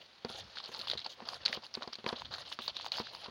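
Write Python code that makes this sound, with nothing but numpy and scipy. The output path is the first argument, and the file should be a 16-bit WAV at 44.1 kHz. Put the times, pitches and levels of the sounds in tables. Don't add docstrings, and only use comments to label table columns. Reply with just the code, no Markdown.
import sys
import numpy as np
from scipy import signal
from scipy.fft import rfft, irfft, next_fast_len
from scipy.io import wavfile
from scipy.ndimage import uniform_filter1d

SR = 44100
rng = np.random.default_rng(int(sys.argv[2]) if len(sys.argv) > 2 else 0)


def nominal_scale(level):
    x = np.asarray(level, float) / 20
    return 10 ** x


def digitize_waveform(pressure):
    field = np.atleast_2d(pressure).T
    bounded = np.clip(field, -1, 1)
    quanta = np.round(bounded * 32767).astype(np.int16)
    wavfile.write(sys.argv[1], SR, quanta)


N = 145530


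def rms_one(x):
    return x / np.sqrt(np.mean(x ** 2) + 1e-20)


def colour(x, points):
    hz, db = np.transpose(points)
    size = next_fast_len(N + 8192)
    bin_hz = np.arange(size // 2 + 1) * SR / size
    log_gain = np.interp(np.log(bin_hz + 1), np.log(hz), db) * np.log(10) / 20
    ceps = irfft(log_gain, size)
    ceps[1:size // 2] *= 2
    ceps[size // 2 + 1:] = 0
    return irfft(rfft(x, size) * np.exp(rfft(ceps)), size)[..., :N]


def band_pass(x, band_hz):
    return signal.sosfilt(signal.butter(2, band_hz, "band", fs=SR, output="sos"), x)


def drift(rate_hz):
    r = np.exp(-2 * np.pi * rate_hz / SR)
    slow = signal.lfilter([1], [1, -2 * r, r * r], rng.standard_normal(N + SR))
    return rms_one(slow[SR:])


def ring(impulses, hz, t60_s):
    r, w = nominal_scale(-60 / (t60_s * SR)), 2 * np.pi * hz / SR
    return signal.lfilter([0, np.sin(w)], [1, -2 * r * np.cos(w), r * r], impulses + 1e-18)


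def add(out, start_s, sound):
    i = int(start_s * SR)
    out[i:i + len(sound)] += sound[:N - i]


def yard():
    # (frequency [Hz], level [dB per Hz])
    air_curve = [(30, 7), (70, 1.5), (200, 2.5), (800, -1), (2000, -5), (16000, -16)]
    # (time [s], level [dB])
    push_curve = [(0, -54.5), (.1, -89), (.42, -53.5), (.65, -74), (.95, -51.5), (1.1, -80), (1.35, -58.5),
                  (1.75, -80), (2.33, -54), (2.5, -66), (2.72, -61.5), (2.85, -64), (3.2, -63)]
    rumble_hz, rumble_db, lump_db = (46.3, 137), 8.5, 3
    air_db = -53

    push_db = np.interp(np.arange(N) / SR, *np.transpose(push_curve))
    rumble = rms_one(band_pass(rng.standard_normal(N), rumble_hz))
    rumble = rumble * nominal_scale(push_db + rumble_db + lump_db * drift(8))
    air = rms_one(colour(rng.standard_normal(N), air_curve))
    return nominal_scale(air_db) * air + rumble


def stroke(start_s, length_s):
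    attack_s, release_s = 0.0031, 0.0086
    t = np.arange(N) / SR - start_s
    attack = np.clip(t / attack_s + 0.5, 0, 1)
    return attack * np.exp(-np.maximum(t - length_s + release_s, 0) / release_s)


def clicks(rate_per_s, spread_db):
    hits = rng.random(N) < rate_per_s / SR
    heights = nominal_scale(spread_db * np.minimum(rng.exponential(1, N), 5))
    return hits * heights * rng.choice([-1, 1], N)


def grains(band_hz):
    grains_per_s, spread_db, clump_db, patch_db, ring_cycles = 4000, 2.6, 2.5, 4.5, 16.0
    evenness = 0.4
    source = clicks(grains_per_s, spread_db) * nominal_scale(clump_db * drift(60))
    dealt = rng.integers(0, 10, N)
    out = 0
    for k, hz in enumerate(np.geomspace(*band_hz, num=10)):
        patches = source * (dealt == k) * nominal_scale(patch_db * drift(7.4))
        once = ring(patches, hz, ring_cycles / hz)
        out = out + ring(once, hz, 2 / hz) * hz
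    power = uniform_filter1d(out ** 2, size=1800).clip(1e-9)
    return rms_one(out / power ** evenness)


def friction():
    wipes_per_s, spread_db, patch_db = 6900, 6, 4.5
    edges_hz = np.geomspace(5900, 17000, num=6)
    out = 0
    for band_hz in zip(edges_hz, edges_hz[1:]):
        patches = nominal_scale(patch_db * drift(8.3))
        out = out + patches * band_pass(clicks(wipes_per_s, spread_db), band_hz)
    return rms_one(out)


def batter():
    # (start [s], length [s], level [dB], weight of heavy grains [dB])
    smear_rows = [(0.282, 0.13, -40, 1.5), (0.55, 0.063, -42, -8), (0.624, 0.063, -41.5, -1.5),
                  (0.712, 0.15, -42.5, 3), (0.867, 0.082, -35.5, -6.5), (0.967, 0.061, -43, -9),
                  (1.039, 0.039, -41.5, 4), (1.249, 0.12, -42, 5.5), (1.449, 0.11, -41, 5.5),
                  (1.525, 0.047, -38, -4.5), (1.753, 0.01, -53, 13), (1.808, 0.041, -44.5, 12.5),
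                  (1.923, 0.015, -32.5, -27), (2.057, 0.052, -41.5, 14), (2.116, 0.023, -41, -10),
                  (2.151, 0.063, -39, 0), (2.305, 0.06, -39, 5.5), (2.377, 0.049, -40.5, 4),
                  (2.449, 0.055, -41, -4), (2.508, 0.031, -42.5, -7), (2.587, 0.082, -40, -8),
                  (2.673, 0.034, -34, -3), (2.74, 0.1, -40, -6), (2.841, 0.047, -43, 3.5),
                  (2.914, 0.1, -33, -1.5), (3.106, 0.049, -57.5, 14.5), (3.21, 0.055, -43, -1.5)]
    # (start [s], length [s], level [dB], weight of heavy grains [dB])
    more_smear_rows = [(0, 0.039, -51, 0), (0.405, 0.2, -54, 3), (1.09, 0.046, -43, -8),
                       (1.172, 0.074, -63.5, 21.5), (1.399, 0.041, -47.5, 4.5), (1.618, 0.043, -44.5, 2),
                       (1.702, 0.011, -61, 13), (1.981, 0.014, -45.5, 4), (2.244, 0.018, -38, -1),
                       (2.517, 0.015, -36.5, -2), (3.026, 0.077, -41.5, -8), (3.121, 0.096, -46.5, 0),
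                       (3.224, 0.14, -54, 11.5)]
    # (start [s], length [s])
    wipe_rows = [(0.247, 0.16), (0.68, 0.28), (1.095, 0.059), (1.275, 0.11), (1.51, 0.053), (1.637, 0.054),
                 (1.73, 0.061), (2.073, 0.058), (2.2, 0.037), (2.319, 0.1), (2.472, 0.09), (2.613, 0.06),
                 (2.838, 0.042), (2.923, 0.11), (3.13, 0.09)]
    stir_db, smear_db, wipe_db = -64, -7.5, 1.5
    bright_hz, heavy_hz = (2980, 5660), (533, 1835)

    bright = heavy = np.full(N, nominal_scale(stir_db))
    for start_s, length_s, level_db, weight_db in list(smear_rows) + list(more_smear_rows):
        shape = stroke(start_s + 0.0039, length_s) * nominal_scale(level_db + smear_db)
        bright = bright + shape
        heavy = heavy + shape * nominal_scale(weight_db)
    contact = 0.26 + sum(stroke(*row) for row in wipe_rows)
    follow = (bright / nominal_scale(-38.0)) ** 0.71
    edge = contact * follow * nominal_scale(-42.5 + wipe_db + 2 * drift(35))
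    return bright * grains(bright_hz) + heavy * grains(heavy_hz) + edge * friction()


def knocks():
    # (time [s], peak level [dB], hardness [dB per octave])
    knock_rows = [(0.245, -30.5, 0.5), (0.296, -40.5, 1), (0.688, -45, 2), (0.79, -43, -2),
                  (0.949, -42.5, -0.5), (1.218, -40.5, -5), (1.492, -38.5, -14), (1.57, -38, 1),
                  (1.769, -34.5, -2.5), (1.872, -35.5, -3), (1.983, -45.5, -0.5), (2.039, -38, -2),
                  (2.061, -34, 5.5), (2.124, -29.5, -1), (2.587, -37, -8), (2.997, -30.5, 2),
                  (3.28, -41.5, -0.5)]
    # (frequency [Hz], level [dB], t60 [s])
    bowl_modes = [(234.8, -8, 0.088), (393, -8, 0.043), (467, -5.5, 0.037), (722, -13, 0.021),
                  (990, -9.5, 0.019)]
    detune, tick_db = 0.02, -18
    thud_hz, thud_db, thud_s = (150, 1000), -13.0, 0.013

    out, t = np.zeros(N), np.arange(4000) / SR
    hz, level_db, t60_s = np.transpose(bowl_modes)[:, :, None]
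    luck = rng.standard_normal((len(knock_rows), 2, len(bowl_modes), 1))
    thuds = band_pass(rng.standard_normal((len(knock_rows), len(t))), thud_hz)
    thud_shape = nominal_scale(thud_db) * np.exp(-t / thud_s) * np.minimum(t * 1000, 1)
    tick = nominal_scale(tick_db) * np.exp(-0.5 * ((t - 2e-4) / 6e-5) ** 2)
    for (time_s, peak_db, hard_db), (loud, tune), thud in zip(knock_rows, luck, thuds):
        start_db = level_db + hard_db * np.log2(hz / hz[0]) + 2 * loud
        decay_db = 60 * t / t60_s * nominal_scale(loud[::-1])
        modes = nominal_scale(start_db - decay_db) * np.sin(2 * np.pi * hz * (1 + detune * tune) * t)
        sound = rms_one(thud) * thud_shape - modes.sum(axis=0) - tick
        add(out, time_s + 0.0036, nominal_scale(peak_db) * sound)
    return out


def snaps():
    # (time [s], peak level [dB], pitch [Hz])
    early_rows = [(0.2487, -26.5, 4670), (0.3904, -38, 4970), (0.5818, -33, 3270), (0.5855, -27.5, 3500),
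                  (0.6407, -30, 4540), (0.6457, -46, 4120), (0.6588, -30, 4470), (0.6611, -36, 5130),
                  (0.7412, -29.5, 4900), (0.748, -28.5, 4200), (0.7635, -35, 4780), (0.7925, -29, 4620),
                  (0.7983, -29.5, 4000), (0.802, -29.5, 4360), (0.8146, -25, 4000), (0.8189, -32, 4290),
                  (0.8837, -24, 3270), (0.8952, -37, 3660), (0.8997, -17.5, 3680), (0.9056, -36, 3890),
                  (0.9142, -18, 3700), (0.9164, -36, 4730), (0.9351, -27, 4230), (0.9758, -26.5, 3930),
                  (0.9789, -29, 4030), (0.9817, -27, 3820), (0.9928, -26.5, 4000), (1.0031, -35, 5100),
                  (1.0469, -28, 4620), (1.0641, -23, 4550), (1.1265, -47, 4830), (1.2885, -21, 4750),
                  (1.3437, -30.5, 5070), (1.3483, -44, 3970), (1.4532, -20.5, 4700), (1.4573, -16, 4450),
                  (1.4608, -12, 4100), (1.4631, -38, 4440), (1.4684, -27, 4490), (1.4812, -24.5, 3420),
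                  (1.4872, -28, 4740), (1.4943, -31, 4170), (1.5268, -29, 4860), (1.5305, -27, 3700),
                  (1.5425, -31, 4900), (1.6393, -36, 4860)]
    # (time [s], peak level [dB], pitch [Hz])
    late_rows = [(1.6441, -37, 5100), (1.6663, -34, 4460), (1.741, -25.5, 5400), (1.7469, -29, 4670),
                 (1.7504, -28, 4950), (1.7522, -23.5, 4250), (1.8244, -30, 3400), (1.8317, -28.5, 4020),
                 (1.8758, -37, 4940), (1.878, -34, 4620), (1.9325, -25.5, 5100), (1.9552, -26.5, 4300),
                 (2.0429, -36, 3900), (2.0657, -33, 3900), (2.0773, -30.5, 4830), (2.0888, -28, 4800),
                 (2.0912, -22.5, 3740), (2.1289, -32, 4470), (2.168, -36, 3580), (2.1869, -39, 4600),
                 (2.3397, -26.5, 4340), (2.3488, -28.5, 4270), (2.3844, -36, 4300), (2.4084, -38, 4530),
                 (2.5256, -24.5, 3650), (2.596, -40, 4660), (2.6208, -29.5, 3280), (2.6801, -17, 4320),
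                 (2.6822, -38, 4560), (2.6841, -33, 4770), (2.7674, -20, 3800), (2.8112, -28, 3770),
                 (2.855, -31, 4750), (2.8638, -28, 3930), (2.9196, -18, 4100), (2.9217, -46, 3810),
                 (2.9275, -35, 4140), (2.9535, -47, 4230), (2.979, -31.5, 4650), (2.9844, -38, 4230),
                 (2.9959, -27, 5140), (2.9978, -38, 4680), (3.0007, -42, 4180), (3.0109, -53, 4300),
                 (3.1503, -30.5, 4650), (3.2449, -32.5, 4730)]
    snap_db, whistle_s = -1, 0.00036
    crack_db, crack_ref_hz = -4, 4150
    tail_db, tail_s = -4.5, 0.0034

    out, t = np.zeros(N), np.arange(-100, 1200) / SR
    rows = list(early_rows) + list(late_rows)
    whistle_shape = np.exp(-0.5 * (t / whistle_s) ** 2)
    crack_shape = nominal_scale(crack_db) * (np.exp(-0.5 * (t / 3e-5) ** 2) + 0.6 * (t == 0))
    tail_shape = nominal_scale(tail_db) * (t >= 0) * np.exp(-t / tail_s)
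    for (time_s, peak_db, hz), fizz in zip(rows, rng.standard_normal((len(rows), len(t)))):
        lift_db = 5.0 * max(hz / 1000 - 4.5, 0)
        whistle = whistle_shape * np.sin(2 * np.pi * hz * t) * nominal_scale(lift_db)
        crack = crack_shape * (crack_ref_hz / hz) ** 1.6
        tail = tail_shape * uniform_filter1d(fizz, size=3)
        add(out, time_s + t[0], nominal_scale(peak_db + snap_db) * (whistle + tail - crack))
    return out


def pops():
    # (time [s], peak level [dB], pitch [Hz])
    pop_rows = [(0.571, -41, 1500), (0.872, -41, 1070), (0.933, -37.5, 580), (1.062, -40, 840),
                (1.203, -43.5, 800), (1.288, -41.5, 1060), (1.48, -38, 2210), (1.529, -30.5, 1960),
                (1.822, -39.5, 1200), (2.219, -38.5, 960), (2.342, -43.5, 1480), (2.589, -35.5, 1180),
                (2.679, -41.5, 910), (2.798, -43.5, 990), (2.863, -37.5, 830), (0.602, -46, 1110),
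                (0.746, -46.5, 1240), (1.333, -41.5, 980), (1.635, -47.5, 940), (1.809, -47, 570),
                (1.93, -45.5, 1250), (2.089, -41, 780), (2.383, -44, 961), (2.517, -44, 1070),
                (2.845, -43, 926), (2.983, -36, 910), (3.26, -42.5, 880), (3.07, -43.5, 1540),
                (3.149, -44, 1006)]
    # (time [s], peak level [dB], pitch [Hz])
    clack_row = (2.0635, -33, 2360)
    pop_db, click_db, ring_cycles, rise = 9.5, -6, 2.2, 0.04

    out, t = np.zeros(N), np.arange(900) / SR
    for time_s, peak_db, hz in list(pop_rows) + [clack_row]:
        cycles = t * hz
        shape = np.minimum(cycles, 1) * nominal_scale(-60 * cycles / (4 * ring_cycles))
        tone = shape * np.sin(2 * np.pi * cycles * (1 + rise * cycles / 10))
        click = nominal_scale(click_db) * np.exp(-0.5 * (20 * (cycles - 1)) ** 2)
        add(out, time_s, nominal_scale(peak_db + pop_db) * (tone + click))
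    return out


def scene():
    bowl = nominal_scale(13.0) * (knocks() + pops())
    return (yard() + batter() + bowl + snaps())[None]


def band_limit(x):
    return signal.sosfilt(signal.butter(12, 16890, fs=SR, output="sos"), x)


def record(dry):
    # (frequency [Hz], gain [dB])
    mic_curve = [(25, -46), (60, -16), (2100, -5.5), (4500, 1.5), (7900, -25.5), (10000, -22),
                 (13500, -33.5), (15600, -20.5)]
    # (frequency [Hz], gain [dB])
    port_curve = [(5500, -1), (6700, 4), (7400, -1), (9000, 1.06)]
    gate_db, gate_slope, gate_s = -58, 1, 0.012
    cutoff_hz = 16100

    x = colour(colour(dry, mic_curve), port_curve)
    treble = signal.lfilter([1, -1], [1, -0.95], x)
    power = uniform_filter1d(treble ** 2, size=int(gate_s * SR)).clip(1e-12)
    level_db = 10 * np.log10(power)
    x = x * nominal_scale(gate_slope * np.clip(level_db - gate_db, -15, 0))
    x = signal.sosfilt(signal.cheby2(12, 50, cutoff_hz + 500, fs=SR, output="sos"), x)
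    return band_limit(x)


dry = scene()
out = record(dry)
digitize_waveform(out)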